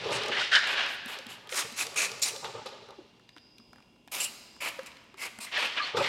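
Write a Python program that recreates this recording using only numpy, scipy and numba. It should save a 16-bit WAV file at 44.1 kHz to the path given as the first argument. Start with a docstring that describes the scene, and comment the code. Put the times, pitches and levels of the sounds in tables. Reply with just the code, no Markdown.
"""A squeegee scrapes some way off and low shuffles of hands and bottle start the take, over humming lamps.
Close to the microphone a trigger bottle knocks, ticks and sprays short jets at a car panel.
Loose metal jingles, wet rubber squeaks and something whines faintly, all in a hard-walled workshop.
Jets, scrapes and shuffles are shaped noise, knocks and jingles are decaying sines,
ticks are short noise bursts and squeaks are gliding tones with narrow noise."""
import sys
import numpy as np
from scipy import signal
from scipy.fft import rfft, irfft, next_fast_len
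from scipy.io import wavfile
from scipy.ndimage import uniform_filter1d, map_coordinates
from numba import njit

SR = 44100
rng = np.random.default_rng(int(sys.argv[2]) if len(sys.argv) > 2 else 0)


def output_pcm(signal):
    """Save a mono or channel-first signal as 16-bit PCM at the path in sys.argv[1].

    Samples are clipped to [-1, 1] before scaling.
    """
    pcm = np.clip(np.atleast_2d(signal).T, -1, 1) * 32767
    wavfile.write(sys.argv[1], SR, np.round(pcm).astype(np.int16))


N = 268128
T = np.arange(N) / SR

# Workshop air. Each row: frequency in Hz, relative density in dB.
AIR_SPECTRUM = [(20, -34.5), (40, -5.5), (100, -2), (250, 3), (500, -7), (1000, -10.5), (1700, -43),
                (2200, -14.5), (3300, -15), (4000, -22.5), (6000, -25.5), (10000, -32), (16000, -40.5)]
AIR_DB = -63
# Lamp hum lines. Each row: frequency in Hz, rms level in dB.
HUM_LINES = [(118.4, -77), (236.9, -74), (1017, -81), (2762, -75), (2821, -78), (3348, -84)]
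# Squeegee passes and softer rustles of wet film. Each row: start in s, rise in s, length in s,
# opening relative in dB, fade in dB per s, level in dB, blade resonance in Hz,
# resonance relative in dB, bright edge relative in dB.
SCRAPES = [(0, 0.16, 0.25, -6, 120, -32.5, 1720, -21, -8),
           (0.313, 0.0088, 0.034, -5, 100.5, -29, 1700, -10, -14),
           (0.361, .055, 0.059, -6.5, 200, -29.5, 1920, -26, -8),
           (.513, 0.038, 0.049, -9, 300, -20, 1648, -1.5, -8),
           (0.613, .03, 0.12, -6, 148, -30, 1690, -22, -15),
           (0.756, 0.022, 0.087, -13, 150, -26.5, 1600, -21, -15.5),
           (1.042, 0.11, 0.11, -8, 115, -43, 1766, -25, -7.5),
           (1.275, .05, .06, -6, 140, -50.5, 1840, -30.5, -9),
           (2.439, 0.0086, .015, -18.5, 449, -36, 1250, -18.5, -6),
           (2.5, 0.053, .09, -2.5, 91, -49, 1410, -21.5, -13),
           (2.653, .012, .015, -14, 450.5, -43.5, 1416, -28, 0),
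           (2.71, 0.018, .04, -5.5, 30, -57, 1496, -25, -4),
           (5.463, 0.012, 0.026, 0, 500, -42.5, 2050, -6, -16),
           (5.513, 0.044, 0.054, -11, 69, -25.5, 1860, -31, -13.5),
           (5.76, 0.024, 0.029, -8, 503, -28, 1620, -26, -19),
           (5.82, 0.06, 0.063, -4.5, 280, -34, 1900, -20, -11.5),
           (5.954, 0.017, 0.014, -28, 400, -34, 1430, -1, 3),
           (6.009, 0.035, .08, -10, 200, -28.5, 2070, -12, -11)]
# Broad scratch, then bright edge of the blade. Each row: frequency in Hz, relative density in dB.
SCRATCH_SPECTRUM = [(100, -26), (300, -15.5), (600, -7.5), (1300, -3.5), (1900, -2), (2900, 2.5),
                    (4300, -9.5), (7000, -38.5), (12000, -60), (16000, -52)]
EDGE_SPECTRUM = [(1500, -42), (3500, 7.5), (5000, 3), (7000, -9.5), (10000, -21.5), (16000, -46)]
# Low shuffles of hands and liquid in the bottle. Each row: start in s, length in s, level in dB,
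# upper rattle relative in dB, thump relative in dB.
SHUFFLES = [(0, 0.04, -40.5, -4, -8), (.045, 0.055, -36.5, -5.5, -13.5), (0.1, 0.092, -40, -4, -13),
            (0.198, 0.1, -37, -4, -15), (0.314, 0.1, -48, 5, -12.5), (1.148, 0.026, -48.5, -2, -25),
            (1.254, 0.23, -60, 2, -6), (1.517, .04, -50, -9, -27), (1.627, 0.027, -52, -12, 0),
            (1.832, 0.06, -51.5, 0.5, -8), (1.917, 0.12, -54, -3, -8), (2.05, 0.076, -52, -1, -8.5),
            (2.116, 0.21, -56, -6, -5.5), (2.332, 0.042, -51, 1.5, -23), (2.423, 0.052, -44, 2.5, -9),
            (2.536, 0.032, -41, -1.5, -10), (2.65, 0.024, -49.5, 2, -18.5), (2.722, 0.14, -55.5, -5, -15),
            (2.878, 0.025, -53.5, 1.5, -16.5), (2.98, 0.028, -55, -10, -20.5),
            (5.934, 0.067, -34.5, -0.5, -11), (5.988, .08, -39, -2, -10)]
# Middle, upper and lowest resonances of the shuffled body.
# Each row: frequency in Hz, width of each filter pass in Hz, relative level in dB.
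HOLLOW_MODES = [(433, 184, 2), (536, 150, -4), (290, 180, -9.5)]
RATTLE_MODES = [(829, 230, 0.83), (1198, 150, -1.8)]
THUMP_MODES = [(129, 59, 7), (163, 44, 0.5), (212, 26, -7)]
# Hollow knocks of the bottle and trigger stop. Each row: start in s, peak in dB, pitch in Hz.
KNOCKS = [(.058, -28.5, 440), (.3, -35.5, 373), (1.058, -40.5, 238), (1.189, -41.5, 534), (1.264, -42, 236),
          (1.521, -35, 513), (1.647, -39.5, 453), (1.72, -44.5, 226), (1.864, -39.5, 462),
          (1.958, -36, 1240), (2.059, -40, 524), (2.114, -40, 457), (2.334, -38.5, 444),
          (2.362, -39.5, 546), (2.442, -37, 870), (2.547, -40, 550), (2.614, -38.5, 847), (2.657, -35, 524),
          (2.722, -43, 520), (2.899, -47, 550), (2.985, -43, 329), (3.362, -48, 301), (3.594, -51, 230),
          (4.071, -53, 256), (4.788, -30.5, 530), (4.829, -50, 229), (5.139, -50.5, 382), (5.385, -42, 222),
          (5.579, -34, 606), (5.945, -26.5, 473), (5.968, -25, 493), (6.008, -23, 553)]
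# Modes of the hollow plastic. Each row: multiple of the pitch, relative level in dB.
BOTTLE_MODES = [(1, 3), (1.75, -10), (2.35, -8.5)]
# Jolts of small metal parts. Each row: start in s, level in dB before a common trim.
JINGLES = [(0.0787, -49), (2.4444, -45), (2.6614, -50), (5.968, -36), (6.0094, -47), (6.0344, -49),
           (6.0566, -47)]
# Modes of the metal parts. Each row: frequency in Hz, average level in dB, 60 dB decay time in s.
METAL_MODES = [(5000, 0.5, .06), (7480, -0.5, .2), (10500, -3.5, 0.2), (11500, -4, 0.21),
               (13150, -10.5, .08)]
# Ticks of trigger, film and fingers. Each row: start in s, level in dB, centre in Hz,
# treble crack relative in dB.
TICKS = [(.1087, -33, 2380, -8.5), (.128, -32, 7500, -12), (.158, -33, 6200, -20), (.2344, -24, 3330, -27),
         (.2606, -24, 1670, -19), (.283, -28.5, 5500, -22), (0.8626, -22, 1350, -31),
         (1.059, -30.5, 1950, -3), (1.1872, -27.5, 4670, -32), (1.2668, -31, 2690, -7),
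         (1.4727, -38, 2770, -9), (1.492, -30, 2690, -19.5), (1.5246, -21.5, 2460, -13),
         (1.724, -32, 3780, -7), (1.867, -23, 4400, -11), (1.9438, -32, 2310, -5),
         (2.1162, -23.5, 4630, -21.5), (2.1964, -37.5, 4300, -4), (2.362, -26, 4320, -20),
         (2.4444, -25, 1180, -19.5), (2.6614, -32.5, 1220, -7), (2.888, -40.5, 890, -19.5),
         (2.9064, -38.5, 3700, -18.5), (3.1964, -46, 1190, -20), (3.2909, -35.5, 2700, -26.5),
         (3.3643, -37.5, 1030, -30.5), (3.3732, -39.5, 2110, -25.5), (3.3814, -38.5, 2720, -17.5),
         (3.5824, -39.5, 3230, -10), (3.599, -46, 964, -25), (3.731, -39.5, 1020, -15),
         (3.7589, -44.5, 1016, -17.5), (3.7827, -44.5, 963, -19.5), (3.803, -46.5, 985, -18),
         (3.8236, -49, 2310, -17.5), (3.9599, -53.5, 1010, -19), (4.076, -37.5, 1060, -12),
         (4.082, -40.5, 2320, -25), (4.5644, -42, 1060, -13), (4.792, -28.5, 1230, -20),
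         (4.833, -37.5, 1210, -5), (4.8604, -40, 2300, -11), (4.9174, -37.5, 2760, -20),
         (4.969, -36.5, 2760, -26), (5.04, -49, 2100, -10), (5.142, -38, 1170, -19),
         (5.3879, -32.5, 990, 0.5), (5.578, -40, 9000, 1.5), (5.87, -30, 2600, -24),
         (5.9694, -24, 1370, -14), (6.009, -27, 1010, -22)]
# Trigger strokes; a long pull can spurt twice. Each row: start in s, rise in s, length in s,
# opening relative in dB, nozzle hiss in dB, splash relative in dB, mist relative in dB, echo lag in ms,
# splash peak in Hz, first hiss peak in Hz, second hiss peak in Hz, common level of the peaks in dB.
STROKES = [(.11, 0.014, .06, -20, -41.5, 5.5, -29, 0.74, 2790, 6610, 8680, -18),
           (.665, 0.021, 0.075, 3, -49.5, 14.5, -14, 0.28, 2500, 7400, 11500, -10),
           (.878, .02, 0.073, -1, -57, 12.5, -6, 0.33, 2800, 7600, 11500, -9),
           (1.076, 0.0049, 0.07, -2, -53.5, 13, -2, 0.26, 2730, 7110, 11500, -12),
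           (1.285, .01, 0.059, -2, -54, 4.5, -8.5, .27, 2926, 7180, 11500, -6),
           (1.492, 0.084, 0.12, -20, -32, -0.5, -12.5, 0.56, 1500, 6420, 8600, -9.5),
           (1.759, 0.032, 0.068, -16, -34, -0.5, -11.5, 0.52, 2487, 6670, 11020, -5.5),
           (1.957, 0.035, 0.096, -4, -33.5, 1.5, -14.5, 0.52, 2493, 6570, 8800, -1.5),
           (2.216, 0.011, .025, -5, -28.5, -13.5, -12.5, .25, 2390, 7000, 5440, -0.5),
           (2.248, 0.0053, 0.041, -3, -33.5, -4.5, -14, 0.32, 2295, 4750, 9250, -4.5),
           (4.114, .03, 0.13, -5, -40.5, 1.5, -2.5, 0.33, 2390, 5100, 7000, -9),
           (4.196, 0.0081, 0.054, -4, -36.5, -5.5, -4.5, 0.37, 2830, 7450, 9370, 2.5),
           (4.603, 0.058, 0.084, -4.5, -42.5, 8.5, -6, 0.41, 2406, 7150, 8750, -9.5),
           (4.857, 0.0052, .01, -5, -50, 2.5, -10, .4, 2404, 7200, 8670, -10),
           (5.169, 0.054, 0.095, -18, -44.5, 5.5, -8.5, .41, 2160, 5250, 8660, -7.5),
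           (5.4, 0.027, 0.049, -4, -44, -2.5, -10, .24, 2457, 8530, 9600, -4),
           (5.583, 0.027, 0.08, -4, -46.5, 14, -12, 0.34, 2683, 8520, 11870, -14),
           (5.965, 0.0054, 0.14, -3, -51, 11, -16, 1.0, 2445, 4870, 7500, -.5)]
# Nozzle hiss, fine mist and splash on the panel. Each row: frequency in Hz, relative density in dB.
HISS_SPECTRUM = [(500, -47.5), (2500, -19.5), (4000, 6), (6000, 3), (8000, 3), (10000, -5), (12000, -19),
                 (15000, -36)]
MIST_SPECTRUM = [(3000, -61), (7000, -24.5), (10000, 0), (12000, 2), (14500, -8.5), (16000, -10.5)]
SPLASH_SPECTRUM = [(100, -45.5), (300, -12), (700, -6.5), (1200, -1), (1600, -5.5), (2500, 0.5), (3500, -7),
                   (5000, -21.5), (7000, -35), (12000, -48)]
# Brief squeaks of rubber and wet fingers. Each row: start in s, length in s, first pitch in Hz,
# last pitch in Hz, level in dB.
SQUEAKS = [(0.356, 0.038, 1980, 1990, -36), (0.407, 0.026, 1503, 1440, -31.5),
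           (0.517, 0.068, 3180, 2960, -24), (2.973, 0.065, 389, 280, -50.5), (5.56, 0.029, 1734, 1770, -31),
           (5.786, 0.066, 1190, 1180, -33), (5.783, 0.023, 2484, 2460, -30.5),
           (5.794, 0.023, 1647, 1650, -35), (5.815, 0.044, 4110, 4420, -36),
           (5.865, 0.018, 4100, 4420, -53)]
# Faint high whine swells. Each row: start in s, rise in s, length in s, opening relative in dB,
# fade in dB per s, level in dB.
WHINES = [(3.27, 0.15, 0.35, -8, 44, -63.5), (4.28, .01, 0.27, 8, 24, -62)]
# Decay of the workshop. Each row: frequency in Hz, 60 dB decay time in s.
SHOP_T60 = [(100, 2.4), (500, 1.45), (2000, 1.44), (5000, 1.4), (10000, 0.63), (16000, 0.84)]

OPEN_S = 0.0064  # every noise event opens over this time, unless it starts at zero
SHUFFLE_RISE_S, SHUFFLE_OPEN_DB, SHUFFLE_FADE_DB_S = 0.018, -12.5, 220.5
KNOCK_T60_S, TICK_T60_S, CRACK_T60_S = 0.058, 0.015, 0.0086
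SNAP_HZ, SNAP_DB = 2800, -7  # every tick also snaps over a wide band
JET_SAG_DB_S, JET_FADE_DB_S = 32.5, 601  # pressure sags while held, dies on release
SPLASH_FADE_DB_S = 350  # droplets keep landing after the nozzle shuts
WHINE_HZ, WHINE_WIDTH_HZ, WHINE_GLIDE_HZ, GLIDE_S = 4980, 310, 120, 0.16
# sends into the workshop
NEAR_WET_DB, FAR_WET_DB, SHUFFLE_WET_DB, KNOCK_WET_DB = -9.5, -8.5, -14, -21
TOP_HZ = 15900


def undb(db):
    """Decibels to gain."""
    return 10 ** (np.asarray(db) / 20)


def unit(x):
    """Scale to rms 1."""
    return x / np.sqrt(np.mean(x ** 2))


def decay(t, t60):
    """Exponential decay that falls 60 dB in t60 seconds."""
    return np.exp(-np.log(1000) * t / t60)


def colour(x, shape):
    """Filter x by a curve of (Hz, dB) points; rms 1."""
    hz, db = np.transpose(shape)
    size = next_fast_len(len(x))
    f = np.maximum(np.arange(size // 2 + 1) * SR / size, 1)
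    gain = undb(np.interp(np.log(f), np.log(hz), db))
    return unit(irfft(rfft(x, size) * gain, size)[:len(x)])


@njit
def svf(x, hz, width):
    """State-variable band-pass with a moving centre, gain 1 at the centre."""
    y, band, low = np.empty(len(x)), 0., 0.
    for i in range(len(x)):
        g, k = np.tan(np.pi * hz[i] / SR), width / hz[i]
        v = (band + g * (x[i] - low)) / (1 + g * (g + k))
        band, low, y[i] = 2 * v - band, low + 2 * g * v, k * v
    return y


def steep(x, hz, width):
    """A band-pass applied twice, for steeper sides; rms 1."""
    hz = hz + np.zeros(len(x))
    return unit(svf(svf(x, hz, width), hz, width))


def play(start, rise, length, open_db, fade_db_s, sag_db_s=0.):
    """One gain column per event: opens quickly, rises, holds while sagging, then fades."""
    t = T[::8, None] - start  # gains are stepped every 8 samples
    db = open_db * np.clip(1 - t / rise, 0, 1)
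    db = db - sag_db_s * np.maximum(t - rise, 0)
    db = db - fade_db_s * np.maximum(t - length, 0)
    opening = np.clip(t / OPEN_S + (start == 0), 0, 1)
    return np.repeat(opening * undb(db), 8, axis=0)[:N]


def grainy(rate, spread_db):
    """Noise with a level redrawn rate times a second and smoothed, like uneven droplets or slips."""
    k = max(int(SR / rate), 1)
    jumps = np.repeat(rng.standard_normal(N // k + 1), k)[:N]
    return rng.standard_normal(N) * undb(spread_db * uniform_filter1d(jumps, k))


def add(out, s, sound):
    """Mix a short sound in at time s."""
    i = int(s * SR)
    out[i:i + len(sound)] += sound[:N - i]


def background():
    """The floor of the place: slowly wavering air noise and steady sine lines of lamp hum."""
    air = undb(AIR_DB) * colour(grainy(3.6, 1.1), AIR_SPECTRUM)
    hum = np.zeros(N)
    for hz, db in HUM_LINES:
        hum += undb(db) * np.sqrt(2) * np.sin(2 * np.pi * (hz * T + rng.random()))
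    return air + hum


def squeegee():
    """Dense slips of the far blade: a broad scratch, a bright edge and a moving resonance."""
    *shape, db, ring_hz, ring_db, edge_db = np.transpose(SCRAPES)
    gains = play(*shape) * undb(db)
    slips = grainy(150., 1.1)
    scratch = colour(slips, SCRATCH_SPECTRUM)
    edge = colour(grainy(150., 2.6), EDGE_SPECTRUM)
    # the loudest pass sets the resonance
    ring = steep(slips, ring_hz[gains.argmax(axis=1)], 620.)
    return 0.61 * gains.sum(axis=1) * scratch + gains @ undb(edge_db) * edge + gains @ undb(ring_db) * ring


def body_ring(noise, modes):
    """Noise through the resonances of a hollow body; rms 1."""
    return unit(sum(undb(db) * steep(noise, hz, 1. * width) for hz, width, db in modes))


def shuffle():
    """Low lumpy rubbing and sloshing through the resonances of a hollow body."""
    s, length, db, rattle_db, thump_db = np.transpose(SHUFFLES)
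    gains = play(s, SHUFFLE_RISE_S, length, SHUFFLE_OPEN_DB, SHUFFLE_FADE_DB_S) * undb(db)
    lumps = grainy(90., 3.0)
    hollow = gains.sum(axis=1) * body_ring(lumps, HOLLOW_MODES)
    rattle = gains @ undb(rattle_db) * body_ring(lumps, RATTLE_MODES)
    thump = gains @ undb(thump_db) * body_ring(lumps, THUMP_MODES)
    return hollow + rattle + thump


def knocks():
    """A soft push rings the hollow plastic modes; higher modes die sooner."""
    out, t = np.zeros(N), T[:8192]
    for s, db, hz in KNOCKS:
        ring = np.zeros(len(t))
        for multiple, mode_db in BOTTLE_MODES:
            tone = np.sin(2 * np.pi * multiple * hz * t)
            ring += undb(mode_db) * tone * decay(t, KNOCK_T60_S / np.sqrt(multiple))
        ring = ring * (1 - np.exp(-t / 0.0054))
        add(out, s, undb(db) * ring / np.abs(ring).max())
    return out


def jingles():
    """Each jolt rings the metal modes with new weights; loose contact roughens the ring."""
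    out, t = np.zeros(N), T[:16384]
    weights = rng.standard_normal((len(JINGLES), len(METAL_MODES)))
    for (s, db), weight in zip(JINGLES, weights):
        ring = np.zeros(len(t))
        for (hz, mode_db, t60), w in zip(METAL_MODES, weight):
            ring += undb(mode_db + 2.5 * w) * np.sin(2 * np.pi * hz * t) * decay(t, t60)
        add(out, s, undb(db) * 0.22 * ring * (1 - np.exp(-t / 0.0025)))
    roughness = unit(uniform_filter1d(rng.standard_normal(N), size=300))
    return out * (1 + .6 * roughness)


def ticks():
    """Short bursts of noise: a body round a centre, a wide snap and a quick treble crack."""
    out, t = np.zeros(N), T[:4096]
    fall = decay(t, TICK_T60_S)
    noises = rng.standard_normal((len(TICKS), len(t)))
    for (s, db, hz, crack_db), noise in zip(TICKS, noises):
        body = steep(noise * (1 - np.exp(-t / .0006)) * fall, hz, 0.89 * hz)
        # reversed noise keeps the snap independent of the body
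        body = body + undb(SNAP_DB) * steep(noise[::-1] * fall, SNAP_HZ, 4500.)
        crack = steep(noise * decay(t, CRACK_T60_S), 9000., 8000.)
        tick = 0.75 * body / np.abs(body).max() + undb(crack_db) * crack / np.abs(crack).max()
        add(out, s, undb(db) * tick)
    return out


def spray():
    """Nozzle hiss, fine mist and splashing droplets; a nearby echo combs them and three peaks ring."""
    s, rise, length, open_db, db, splash_db, *aim = np.transpose(STROKES)
    gains = play(s, rise, length, open_db, JET_FADE_DB_S, JET_SAG_DB_S) * undb(db)
    flow = gains.max(axis=1)
    splashes = play(s, rise, length, open_db, SPLASH_FADE_DB_S, JET_SAG_DB_S) * undb(db + splash_db)
    landing = splashes.max(axis=1)
    # the loudest stroke sets mist, echo and peaks
    loudest = gains.argmax(axis=1)
    mist_db, lag_ms, splash_hz, hiss1_hz, hiss2_hz, peak_db = (column[loudest] for column in aim)

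    air, drops = grainy(300., 2.2), grainy(200., 2.3)
    hiss_and_mist = colour(air, HISS_SPECTRUM) + undb(mist_db) * colour(air, MIST_SPECTRUM)
    jet = flow * hiss_and_mist + landing * colour(drops, SPLASH_SPECTRUM)
    echo = map_coordinates(jet, [np.arange(N) - lag_ms * SR / 1000], order=3)
    # each peak sputters on its own as the jet breaks up
    peaks = flow * steep(grainy(70., 2.4), hiss1_hz, 800.)
    peaks += 0.64 * flow * steep(grainy(64., 2.4), hiss2_hz, 700.)
    peaks += 1.3 * landing * steep(grainy(60., 5.0), splash_hz, 410.)
    peaks *= undb(peak_db)
    # the walls hear the jet from all sides, so mostly without the local colour
    return jet + 0.26 * echo + peaks, jet + .3 * peaks


def squeaks():
    """Stick-slip squeaks: a clean gliding tone mixed with narrow noise on the same glide."""
    out = np.zeros(N)
    for (s, length, hz0, hz1, db), noise in zip(SQUEAKS, rng.standard_normal((len(SQUEAKS), 4096))):
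        n = int(length * SR)
        hz = np.linspace(hz0, hz1, n)
        clean = np.sin(2 * np.pi * np.cumsum(hz) / SR)
        tone = 0.82 * clean + 0.83 * steep(noise[:n], hz, 0.11 * hz0)
        add(out, s, undb(db) * np.sqrt(np.hanning(n)) * tone)
    return out


def whine():
    """A narrow band of noise that swells faintly, each swell sliding up to pitch."""
    *shape, db = np.transpose(WHINES)
    starts = shape[0]
    since = T - starts[np.maximum(np.searchsorted(starts, T) - 1, 0)]
    hz = WHINE_HZ - WHINE_GLIDE_HZ * np.exp(-np.abs(since) / GLIDE_S)
    return play(*shape) @ undb(db) * steep(rng.standard_normal(N), hz, 1. * WHINE_WIDTH_HZ)


def shop(x):
    """Diffuse reverberation off hard walls: noise whose decay time depends on frequency."""
    f, t, z = signal.stft(rng.standard_normal(2 * SR), SR, nperseg=256)
    hz, t60 = np.transpose(SHOP_T60)
    z = z * decay(t, np.interp(f, hz, t60)[:, None])
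    tail = signal.istft(z, SR, nperseg=256)[1]
    tail = tail * np.clip(np.arange(len(tail)) / SR / 0.0041, 0, 1)  # fades in over 4.1 ms
    return signal.fftconvolve(x, tail / np.sqrt(np.sum(tail ** 2)))[:N]


def scene():
    """Near bottle, far squeegee, the room and its floor."""
    far, low, tick = squeegee(), shuffle(), ticks()
    rings = knocks() + jingles() + squeaks()
    jet, jet_to_walls = spray()
    wet = undb(NEAR_WET_DB) * (jet_to_walls + tick) + undb(FAR_WET_DB) * far
    wet += undb(SHUFFLE_WET_DB) * low + undb(KNOCK_WET_DB) * rings
    direct = jet + tick + far + low + rings
    return (direct + shop(wet) + background() + whine())[None]


def record(dry):
    """The recorder cuts the top with a steep low-pass."""
    return signal.sosfilt(signal.ellip(10, .2, 70, TOP_HZ, fs=SR, output="sos"), dry)


dry = scene()
out = record(dry)
output_pcm(out)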